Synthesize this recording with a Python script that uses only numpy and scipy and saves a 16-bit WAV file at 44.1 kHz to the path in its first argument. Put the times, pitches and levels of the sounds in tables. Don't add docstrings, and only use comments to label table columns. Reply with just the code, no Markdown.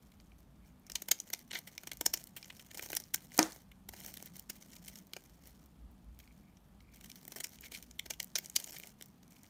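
import sys
import numpy as np
from scipy import signal
from scipy.io import wavfile

SR = 44100
rng = np.random.default_rng(int(sys.argv[2]) if len(sys.argv) > 2 else 0)


def persist_wave(psi):
    counts = np.round(np.clip(psi, -1, 1) * 32767).astype(np.int16)
    wavfile.write(sys.argv[1], SR, np.atleast_2d(counts).T)


N = 418509


def from_db(db):
    return 10 ** (np.asarray(db) / 20)


def rms_one(x):
    return x / np.sqrt(np.mean(x ** 2) + 1e-20)


def drift(rate_hz):
    step = 40
    pole = np.exp(-2 * np.pi * rate_hz * step / SR)
    noise = rng.standard_normal(N // step + 2002)
    slow = signal.lfilter([1], [1, -2 * pole, pole * pole], noise)[2000:]
    return np.interp(np.arange(N) / step, np.arange(len(slow)), rms_one(slow))


def resonate(x, hz, width_hz):
    pole = np.exp(-np.pi * width_hz / SR)
    feed = np.array([1, 0, -1]) * (1 - pole * pole) / 2
    feedback = [1, -2 * pole * np.cos(2 * np.pi * hz / SR), pole * pole]
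    return signal.lfilter(feed, feedback, x + 1e-18)


def plateaus(rows, attack_db_per_s, release_db_per_s):
    t = np.arange(0, N, 32) / SR
    start, length, level_db = np.transpose(rows)[:, :, None]
    rise_loss_db = attack_db_per_s * np.maximum(start - t, 0)
    fall_loss_db = release_db_per_s * np.maximum(t - start - length, 0)
    power = np.sum(from_db(level_db - rise_loss_db - fall_loss_db) ** 2, 0)
    return np.interp(np.arange(N) / SR, t, power)


# pitch in Hz, relative density in dB per Hz.
AIR_SPECTRUM = [(12, -37), (20, -16.5), (55, -6), (79, -9.5), (117, -13), (179, -4.5), (230, -7),
                (428, -22), (839, -20.5), (2240, -33.5), (2660, -31), (6000, -40), (10500, -39),
                (15200, -37), (16500, -61.5)]
AIR_DB = -65


def air(patchy_db=.7):
    out, white = 0, rng.standard_normal((2, N))
    edges_hz = 20 * 2 ** np.arange(0, 10.1, .5)
    hz_points, db_points = np.transpose(AIR_SPECTRUM)
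    for k, (low, high) in enumerate(zip(edges_hz, edges_hz[1:])):
        band_filter = signal.butter(2, [low, high], "band", fs=SR, output="sos")
        band = signal.sosfilt(band_filter, white[k % 2])
        band_db = np.interp(np.log(low * high) / 2, np.log(hz_points), db_points)
        out = out + band * from_db(band_db + patchy_db * drift(8))
    return from_db(AIR_DB) * rms_one(out)


# start in seconds, length in seconds, level in dB.
RUMBLE_SWELLS = [(0.0, .95, -64.5), (1.95, 0.16, -61), (2.5, 0.77, -71), (3.37, 0.048, -60.5),
                 (3.68, 0.46, -63.5), (4.43, 0.073, -65.5), (4.8, 0.097, -63), (5.3, 0.38, -63.5),
                 (5.83, 0.34, -58.5), (6.3, .75, -65), (7.6, 0.57, -65.5), (8.4, 0.36, -74)]
RUMBLE_EDGE_DB_PER_S = 150


def far_rumble():
    rumble = resonate(resonate(rng.standard_normal(N), 55, 22), 55, 22)
    power = plateaus(RUMBLE_SWELLS, RUMBLE_EDGE_DB_PER_S, RUMBLE_EDGE_DB_PER_S)
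    return np.sqrt(power) * rms_one(rumble)


# pitch in Hz, width of each resonance in Hz, mean level in dB.
HUM_BANDS = [(93, 14, -78), (138.5, 20, -74), (179.8, 57, -68.5), (242, 29, -75)]


def hums(waver_db=3.0):
    out = 0
    for hz, width_hz, db in HUM_BANDS:
        hum = resonate(resonate(rng.standard_normal(N), hz, width_hz), hz, width_hz)
        out = out + from_db(db + waver_db * drift(2.2)) * rms_one(hum)
    return out


ROOM_T60_S, WALL_CUT_HZ = 0.16, 4400


def room(x):
    t = np.arange(SR // 2) / SR
    low, high = rng.standard_normal((2, len(t)))
    low = signal.sosfilt(signal.butter(1, WALL_CUT_HZ, fs=SR, output="sos"), low)
    low = low * from_db(-60 * t / ROOM_T60_S)
    high = high * from_db(-8.0 - 60 * t / (0.54 * ROOM_T60_S))
    echo = (low + high) * np.minimum(t / 0.0007, 1)
    return signal.fftconvolve(x, echo / np.sqrt(np.sum(echo ** 2)))[:N]


# start in seconds, length in seconds, level in dB.
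CHATTER_SPELLS = [(.65, 0.039, -78), (.79, .08, -78.5), (6.2, 0.044, -77), (6.32, 0.18, -79.5),
                  (6.87, 0.2, -77), (9.3, 0.088, -78.5)]
CHATTER_HZ, CHATTER_WIDTH_HZ, CHATTER_EDGE_DB_PER_S = 2280, 340, 206


def chatter(per_s=140.0, size_db=5.0):
    taps = (rng.random(N) < per_s / SR) * from_db(size_db * rng.standard_normal(N))
    ringing = resonate(taps, CHATTER_HZ, CHATTER_WIDTH_HZ)
    ringing = resonate(ringing, CHATTER_HZ, CHATTER_WIDTH_HZ)
    power = plateaus(CHATTER_SPELLS, CHATTER_EDGE_DB_PER_S, CHATTER_EDGE_DB_PER_S)
    return np.sqrt(power) * rms_one(ringing)


# time in seconds, strength in dB.
KNOCK_BLOWS = [(3.3865, -30), (3.3903, -14)]
# pitch in Hz, level in dB, time to fall 60 dB in seconds.
HOLLOW_MODES = [(200, -26, 0.24), (266, -27, 0.22), (319, -8, 0.2), (436, -17, .1), (540, -17, 0.09),
                (715, -15, 0.04), (940, -8, 0.05), (1240, -17, 0.05), (1820, -8, .03)]
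RATTLE_DB, RATTLE_T60_S, RATTLE_TOP_HZ = -8, 0.26, 1690
SHIVER_DB, SHIVER_T60_S, SHIVER_HZ, SHIVER_WIDTH_HZ = -20.5, .33, 5000, 5000


def dying(blows, t60_s):
    return signal.lfilter([1], [1, -from_db(-60 / (t60_s * SR))], blows + 1e-18)


def knock():
    blows = np.zeros(N)
    for s, db in KNOCK_BLOWS:
        blows[round(s * SR)] = from_db(db)
    dull_filter = signal.butter(3, RATTLE_TOP_HZ, fs=SR, output="sos")
    dull = signal.sosfilt(dull_filter, rng.standard_normal(N))
    bright = resonate(rng.standard_normal(N), SHIVER_HZ, SHIVER_WIDTH_HZ)
    shudder = from_db(RATTLE_DB) * dying(blows, RATTLE_T60_S) * dull
    shiver = from_db(SHIVER_DB) * dying(blows, SHIVER_T60_S) * bright
    out = shudder + shiver
    for hz, db, t60_s in HOLLOW_MODES:
        pole, turn = from_db(-60 / (t60_s * SR)), 2 * np.pi * hz / SR
        feed = [0, from_db(db) * np.sin(turn)]
        feedback = [1, -2 * pole * np.cos(turn), pole * pole]
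        out = out + signal.lfilter(feed, feedback, blows + 1e-18)
    return signal.sosfilt(signal.butter(4, 170, "high", fs=SR, output="sos"), out)


# start in seconds, length in seconds, level in dB.
EDGE_SLIDES = [(.03, 0.06, -74), (.385, 0.022, -74), (.65, 0.034, -74), (.88, 0.14, -82),
               (1.27, 0.15, -63.5), (1.53, 0.042, -49.5), (1.66, 0.048, -76), (1.72, 0.018, -62),
               (1.77, 0.11, -80), (2.15, 0.066, -58), (2.36, .16, -64.5), (2.55, 0.12, -64.5),
               (2.74, 0.22, -56), (3.2, 0.063, -66), (3.315, 0.069, -56.5), (3.93, 0.051, -61.5),
               (3.995, 0.14, -56.5), (4.17, 0.11, -60.5), (4.35, 0.037, -58.5), (4.51, 0.056, -63),
               (4.6, 0.082, -65.5), (4.71, 0.059, -60), (4.83, 0.099, -60.5), (4.94, 0.048, -63),
               (5.17, 0.32, -76), (5.44, 0.041, -62.5), (5.5, 0.14, -73), (6.19, 0.24, -77),
               (6.93, 0.087, -66.5), (7.09, 0.042, -73), (7.2, 0.027, -61), (7.31, 0.019, -58.5),
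               (7.36, 0.12, -74), (7.46, 0.089, -60.5), (7.61, 0.049, -59.5), (7.72, 0.053, -57.5),
               (7.79, 0.077, -67), (8.11, 0.019, -64), (8.22, 0.045, -83), (8.42, 0.14, -71),
               (8.57, 0.049, -52.5), (8.67, 0.076, -50.5), (8.78, .12, -62), (8.99, .08, -72),
               (9.3, 0.34, -71.5)]
SLIDE_ATTACK_DB_PER_S, SLIDE_RELEASE_DB_PER_S = 898, 347
HANDLING_DB = -83
DEBRIS_DB, DEBRIS_FOLLOWS, DEBRIS_T60_S = -59.5, 0.51, .45


def crumbling_db():
    s, peak_db = np.transpose(FRACTURES)[:2]
    start_power = from_db(DEBRIS_DB + DEBRIS_FOLLOWS * (peak_db + 20)) ** 2
    starts = np.bincount((s * SR).astype(int), start_power, N)
    debris = signal.lfilter([1], [1, -from_db(-60 / (DEBRIS_T60_S * SR)) ** 2], starts)
    slides = plateaus(EDGE_SLIDES, SLIDE_ATTACK_DB_PER_S, SLIDE_RELEASE_DB_PER_S)
    return 10 * np.log10(slides + debris + from_db(HANDLING_DB) ** 2)


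REGION_HZ = [700, 2500, 6000, 13000]


def tilt_at(hz, thump_db, blade_db, sizzle_db):
    share = [np.interp(np.log(hz), np.log(REGION_HZ), row) for row in np.eye(4)]
    return share[0] * thump_db + share[1] * blade_db + share[3] * sizzle_db


# pitch in Hz, width in Hz, level in dB before tilt.
BLADE_AND_BAR_MODES = [(311.3, 72, 11.5), (594, 410, 8), (964, 130, 6), (1550, 600, 2), (2170, 260, 8.5),
                       (2367, 140, 8.5), (3026, 450, 4.5), (4270, 760, 1.5), (5410, 540, 3.5),
                       (6147, 520, 3.5), (6780, 520, 4), (8910, 2000, -1.5), (9600, 280, -15),
                       (11920, 2300, 0), (14700, 1900, 5.5), (14500, 610, 7.5)]


def crumble(level_db, per_s=400.0, size_db=4.5, tick_ms=.5, rub_db=-5.0):
    born = rng.random(N) < per_s * from_db(4.0 * drift(40)) / SR
    sizes = born * from_db(size_db * np.minimum(rng.exponential(1, N), 3.0))
    ticks = signal.lfilter([1], [1, -np.exp(-1000 / (tick_ms * SR))], sizes)
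    judder_db, wander_db = 5.0, 1.5
    rub = from_db(rub_db + judder_db * drift(70))
    push = (rms_one(ticks) + rub) * rng.standard_normal(N)
    out = 0
    for k, (hz, width_hz, db) in enumerate(BLADE_AND_BAR_MODES):
        mode_db = db + tilt_at(hz, -6.5, -6.0, -2.0) + wander_db * drift(30)
        out = out + (-1) ** k * resonate(push, hz, width_hz) * from_db(mode_db)
    return from_db(level_db) * rms_one(out)


SPLINTER_DB, SPLINTER_SPREAD_DB, SPLINTER_MS = 11.5, 5, [.5, .8]
SPLINTER_TILT_DB, SPLINTER_TILT_SPREAD_DB = [-19.5, -4, -1], 8.5


def splinters(level_db, count=140):
    s, chance = rng.uniform(0, N / SR, count), rng.standard_normal((count, 6))
    over_db = SPLINTER_DB + SPLINTER_SPREAD_DB * chance[:, 0]
    peak_db = level_db[(s * SR).astype(int)] + over_db
    rise_fade_ms = SPLINTER_MS * 2 ** chance[:, 1:3]
    tilt_db = SPLINTER_TILT_DB + SPLINTER_TILT_SPREAD_DB * chance[:, 3:]
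    return np.column_stack([s, peak_db, rise_fade_ms, tilt_db])


# time of the peak in seconds, peak level in dB
# before the modes, build-up in ms, fade in ms, then thump, blade and sizzle in dB against the crack.
FRACTURES = [(0.119, -56.5, 0.6, 2.2, -14, 4, -2.0), (0.201, -51, 1.1, 1, -17, 1, -23),
             (0.8666, -47.5, 1.4, 6.3, -13.0, -14, -11), (0.8994, -35.0, 0.9, 1.8, -9.5, 1.5, -6),
             (0.9189, -29.5, 0.87, 1.5, -22.0, -20, -9.0), (0.9558, -21.5, 1.1, 3.7, -19, -7, -7),
             (1.0212, -31.5, 1.1, 2.5, -12, -7.5, -2), (1.0862, -31.5, 2.2, 3.2, -3.5, -4.5, 0),
             (1.1147, -12.5, 1.5, 3.9, -22.5, -8.0, -3), (1.1896, -32, 0.75, 0.37, -46, -18, -25.0),
             (1.202, -23, 1.3, 1.4, -51, -25, -15.5), (1.302, -41, 0.6, 1.8, -5, -1, 7.0),
             (1.3363, -21.5, 3.1, 1.7, -19, -6, -6.0), (1.3464, -32.5, 0.6, 1.5, -25, -5, -14),
             (1.392, -38, 0.4, 0.2, -7, 0.5, -3), (1.516, -33.0, 3.9, 0.52, -11, 3.0, -19),
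             (1.5397, -37, 4.7, 6.4, -13, 6, -26), (1.553, -37, 0.43, 18, -11, 9.5, -28),
             (1.589, -34, 1.1, 1.5, -11, -13, 0.0), (1.673, -45.5, 1.5, 11.3, -6, 2.5, -1.5),
             (1.7793, -29, 0.36, 0.88, -13.5, 2.5, -9), (1.8344, -45.0, 1.2, 5, -2.5, 1, -2),
             (1.8725, -33.0, 1.6, 3.6, -6, -6, -7), (1.9162, -33.5, 1.2, 4.8, -5.5, 0.5, -6),
             (1.9334, -33.5, 0.5, 0.2, -12, -13, -2), (1.9715, -36.5, 0.45, 0.6, -34.0, -16.0, -4),
             (2.0126, -24.5, 2.3, 2.4, -3, -9.0, -2.5), (2.063, -15.5, 2.3, 1.7, -11, -14.5, -2),
             (2.1396, -18.0, 2.2, 3.4, -12.5, -11.5, -4), (2.1731, -31.5, 0.68, 2.8, -19, -10.0, -10),
             (2.24, -31.5, 0.39, 0.7, -24, -26, -2), (2.365, -44.5, 0.93, 10, -7, 6.5, 10),
             (2.4282, -41.5, 1.1, 2.2, -19, 3.0, -15), (2.445, -37, 0.58, 1.8, -31, -3, -29),
             (2.5016, -44.5, 1.1, 4.2, -8.5, 10.5, -9), (2.566, -40, 0.5, 0.18, -24.0, -14, -20.0),
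             (2.5958, -44.5, 0.83, 3.7, -8, 7, -5), (2.715, -45, 6.6, 1.3, -5, 1, -3),
             (2.7476, -41.0, 2.0, 3.8, -4, -2, -3.0), (2.774, -32, 1.1, 1.6, -5, -19, -7.0),
             (2.7816, -37, 0.65, 1.8, -15, -8.0, -1), (2.794, -41.5, 0.4, 2.2, 4.5, 13.5, 6),
             (2.8237, -35, 1, 4.4, -6.5, -6, -3), (2.8615, -38, 3.2, 3.6, -6, -7, 1),
             (2.903, -34.5, 3, 1.8, -5.5, -7, 0), (2.9183, -37, 0.4, 2.7, -17.0, -14, 2.0),
             (2.9313, -32, 1.1, 1.4, 1.5, 5, 3), (2.9518, -30, 0.99, 2, -23, -11, 5),
             (2.9689, -18.5, 2.3, 3.8, -17.5, -12.5, -7), (3.001, -33, 0.78, 4.7, -17, -20, -11),
             (3.0384, -27.5, 0.34, 0.32, -34, -35, -24.0), (3.1436, -21, 2.26, 2.7, -16, -0.5, 2),
             (3.1593, -26, 0.55, 0.18, -21, -20, -5), (3.3188, -46.0, 0.6, 1.9, -16, 1, -5),
             (3.3787, -22, 0.53, 0.22, -14, -17, 6), (3.3909, -6, 0.91, 1.57, -3, -11.5, -12),
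             (3.4287, -7.5, 1.1, 0.22, -12, -18, -30), (3.5219, -30.5, 0.71, 0.35, -21.0, -17, -17),
             (3.53, -38, 1.3, 0.2, -19, -22, -17), (3.5616, -38.5, 0.75, 0.62, -4, -19, -7),
             (3.7176, -61, 2.3, 2.3, -6, 17.5, 6.5), (3.8898, -35, 1.4, 2.5, -6.5, -7.5, -2.5),
             (3.9356, -51.0, 1.0, 6.6, 8.5, 4, -3), (4.003, -42.5, 2.2, 2.4, -14, -7, 1),
             (4.048, -39, 2.4, 2, -2.5, -6, -4), (4.0626, -29, 0.5, 0.22, -32, -24, 7),
             (4.141, -36.5, 0.6, 0.4, -15, -4, 5), (4.173, -35, 1.8, 0.18, -14, -5, -1),
             (4.2257, -30.5, 0.18, 0.3, -7, -12, 2.0), (4.2593, -45, 0.3, 0.4, -11.0, -11, 17),
             (4.3572, -44, 1, 1.8, -25.0, -6.0, 0), (4.3673, -38, 0.5, 0.6, -16, -16.0, 1),
             (4.3962, -37, 0.91, 0.26, -28.0, -22, 8), (4.5007, -32.5, 3.5, 4.3, -13, -5, -4),
             (4.627, -43, 5.8, 0.33, -17, -12, -12), (4.736, -47, 10.1, 2.6, -25, -6, -14),
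             (4.7649, -44, 2.0, 1.7, -19.0, -6, -8), (4.8601, -40.0, 0.5, 0.3, -16, -18, -2.0),
             (4.879, -41, 0.7, 8.9, -24, -5.5, -1), (4.957, -35.5, 0.91, 0.92, -24, -8, -8),
             (4.9888, -45, 4.6, 0.76, -21, -19, -6.0), (5.07, -46, 0.4, 0.33, -13.0, -18, -1.5),
             (5.1348, -29, 0.54, 0.38, -13, 6, -4.0), (5.1658, -35.5, 0.86, 3.1, -1.5, -4, -8),
             (5.239, -56, 0.5, 0.92, -16.0, -10.0, 9), (5.4737, -50.5, 1.7, 0.4, -14, -13, 9.5),
             (5.6604, -57, 0.5, 1.1, -5, -8, 10), (6.1902, -46.0, 0.59, 0.74, -20, -8.0, 3),
             (6.2, -53, 0.5, 3.2, -22.0, 7, -8), (6.2758, -58, 0.6, 0.94, -15, 15, -12.5),
             (6.57, -53.5, 0.6, 3.5, -21.5, -3, -23), (6.8053, -58.5, 1.6, 1.9, -13, 9, -10.5),
             (7.0107, -52.5, 2.3, 2.9, -7, 6, 3.5), (7.0445, -45, 5.2, 3.3, -9, -6, -5.0),
             (7.0598, -46, 2.5, 3.8, -8, -11, -7), (7.1, -45.5, 3.2, 3.1, -16, -1, 0.0),
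             (7.1164, -37, 0.68, 0.98, -31, 0, -12), (7.1568, -46.5, 0.52, 6.8, -18, -5, 1),
             (7.252, -43, 0.3, 0.4, -3, -3, 11), (7.2805, -43.5, 1.7, 2.4, 0, -8.0, 6),
             (7.3207, -41.0, 0.88, 3.9, -3, 0, 1), (7.3609, -39.5, 0.66, 10.4, -6, -7, 2.0),
             (7.385, -43, 3.3, 1.2, -6, -2, 2), (7.4054, -33.5, 3.3, 5, -11, -6.5, -3),
             (7.4435, -29.5, 3.6, 4.5, -19, -6, -3.5), (7.587, -44, 0.43, 0.3, -17, 2, -11),
             (7.6396, -53.5, 6.8, 1.5, -10.0, 15.5, -12.5), (7.659, -49.5, 10, 7.2, -18, 5, -1.5),
             (7.7209, -43.5, 4.2, 1.8, -10, 4.5, 0), (7.75, -39.5, 8.9, 10.4, -25, 3, -10),
             (7.827, -37.0, 1.1, 0.86, -20, -9, -7), (7.91, -39, 0.5, 2.3, -25.0, -13, -15),
             (7.9946, -32.5, 1.5, 1.2, -23, 10.5, 1), (8.0636, -41, 4.1, 2.1, -4, -2.0, -3.0),
             (8.1083, -24.5, 3, 2, -14, -9, -5.5), (8.2023, -21.5, 1.7, 1.44, -22, -3, -11.5),
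             (8.2294, -28.5, 0.79, 0.3, -39, -10, -2), (8.2444, -42, 0.5, 0.5, -14.0, -19, 8),
             (8.3561, -17, 1.3, 6.8, -23, -8.5, -20), (8.386, -27.0, 3.3, 2.7, -16, -7.0, -3),
             (8.4462, -36.0, 0.55, 0.6, -33, -14.0, -9), (8.4595, -28.5, 0.57, 0.46, -33, -17.0, -6.0),
             (8.4988, -34.5, 0.68, 0.94, -36, -17.0, -2), (8.5634, -13.0, 2.7, 3.1, -29, -11.5, -6.5),
             (8.601, -35, 1.3, 2.2, -16.0, -2, -1), (8.6428, -25.5, 0.51, 0.73, -33, -18, -12),
             (8.708, -40, 0.41, 0.33, -16, -21.0, 7), (8.785, -39, 0.68, 0.84, -18, -26, 4),
             (8.8728, -45.5, 0.78, 1.6, -22, -23, 4), (9.012, -40, 0.92, 0.72, -6.0, 1.5, -7),
             (9.024, -34.5, 0.63, 1.4, -19.0, -7, -3), (9.2317, -48, 1.6, 1.2, -14, -9, -18),
             (9.2795, -47.5, 0.6, 0.45, -29, -15, -6), (9.365, -54.5, 1.5, 1.5, -21.0, 10, -8),
             (9.4327, -43, 0.6, 1.7, -12, -31, -9)]


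def cracks(rows, spread_db=2.0, spiky_db=9.0, roundness=1.1):
    s, peak_db, rise_ms, fade_ms, thump_db, blade_db, sizzle_db = np.transpose(rows)[:, :, None]
    steps = np.arange(-900, 1500)
    ms = steps * 1000 / SR
    side_ms = np.maximum(np.where(ms < 0, rise_ms, fade_ms), .03)
    shape = from_db(-9 * np.abs(ms / side_ms) ** roundness)
    draws = rng.standard_normal((len(s), 2 * len(ms) + len(BLADE_AND_BAR_MODES)))
    spikes = from_db(spiky_db * draws[:, len(ms):2 * len(ms)])
    swarm = shape * draws[:, :len(ms)] * spikes
    swarm = swarm * np.sqrt(np.sum(shape ** 2, 1) / np.sum(swarm ** 2, 1))[:, None]
    at = np.clip((s * SR).astype(int) + steps, 0, N).ravel()
    out = 0
    for k, (hz, width_hz, level_db) in enumerate(BLADE_AND_BAR_MODES):
        tilt_db = tilt_at(hz, thump_db, blade_db, sizzle_db)
        mix_db = level_db + tilt_db + spread_db * draws[:, [-1 - k]]
        push = np.bincount(at, (swarm * from_db(peak_db + mix_db)).ravel(), N)[:N]
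        out = out + (-1) ** k * resonate(push, hz, width_hz)
    return out


ROOM_DB = -19.5


def scene():
    level_db = crumbling_db()
    fractures = cracks(np.vstack([FRACTURES, splinters(level_db)]))
    hands = fractures + crumble(level_db) + chatter() + knock()
    background = air() + far_rumble() + hums()
    return (hands + from_db(ROOM_DB) * room(hands) + background)[None]


CUTOFF_HZ = 16900


def record(dry):
    dry = signal.sosfilt(signal.butter(2, 22, "high", fs=SR, output="sos"), dry)
    return signal.sosfilt(signal.cheby2(10, 60, CUTOFF_HZ, fs=SR, output="sos"), dry)


dry = scene()
out = record(dry)
persist_wave(out)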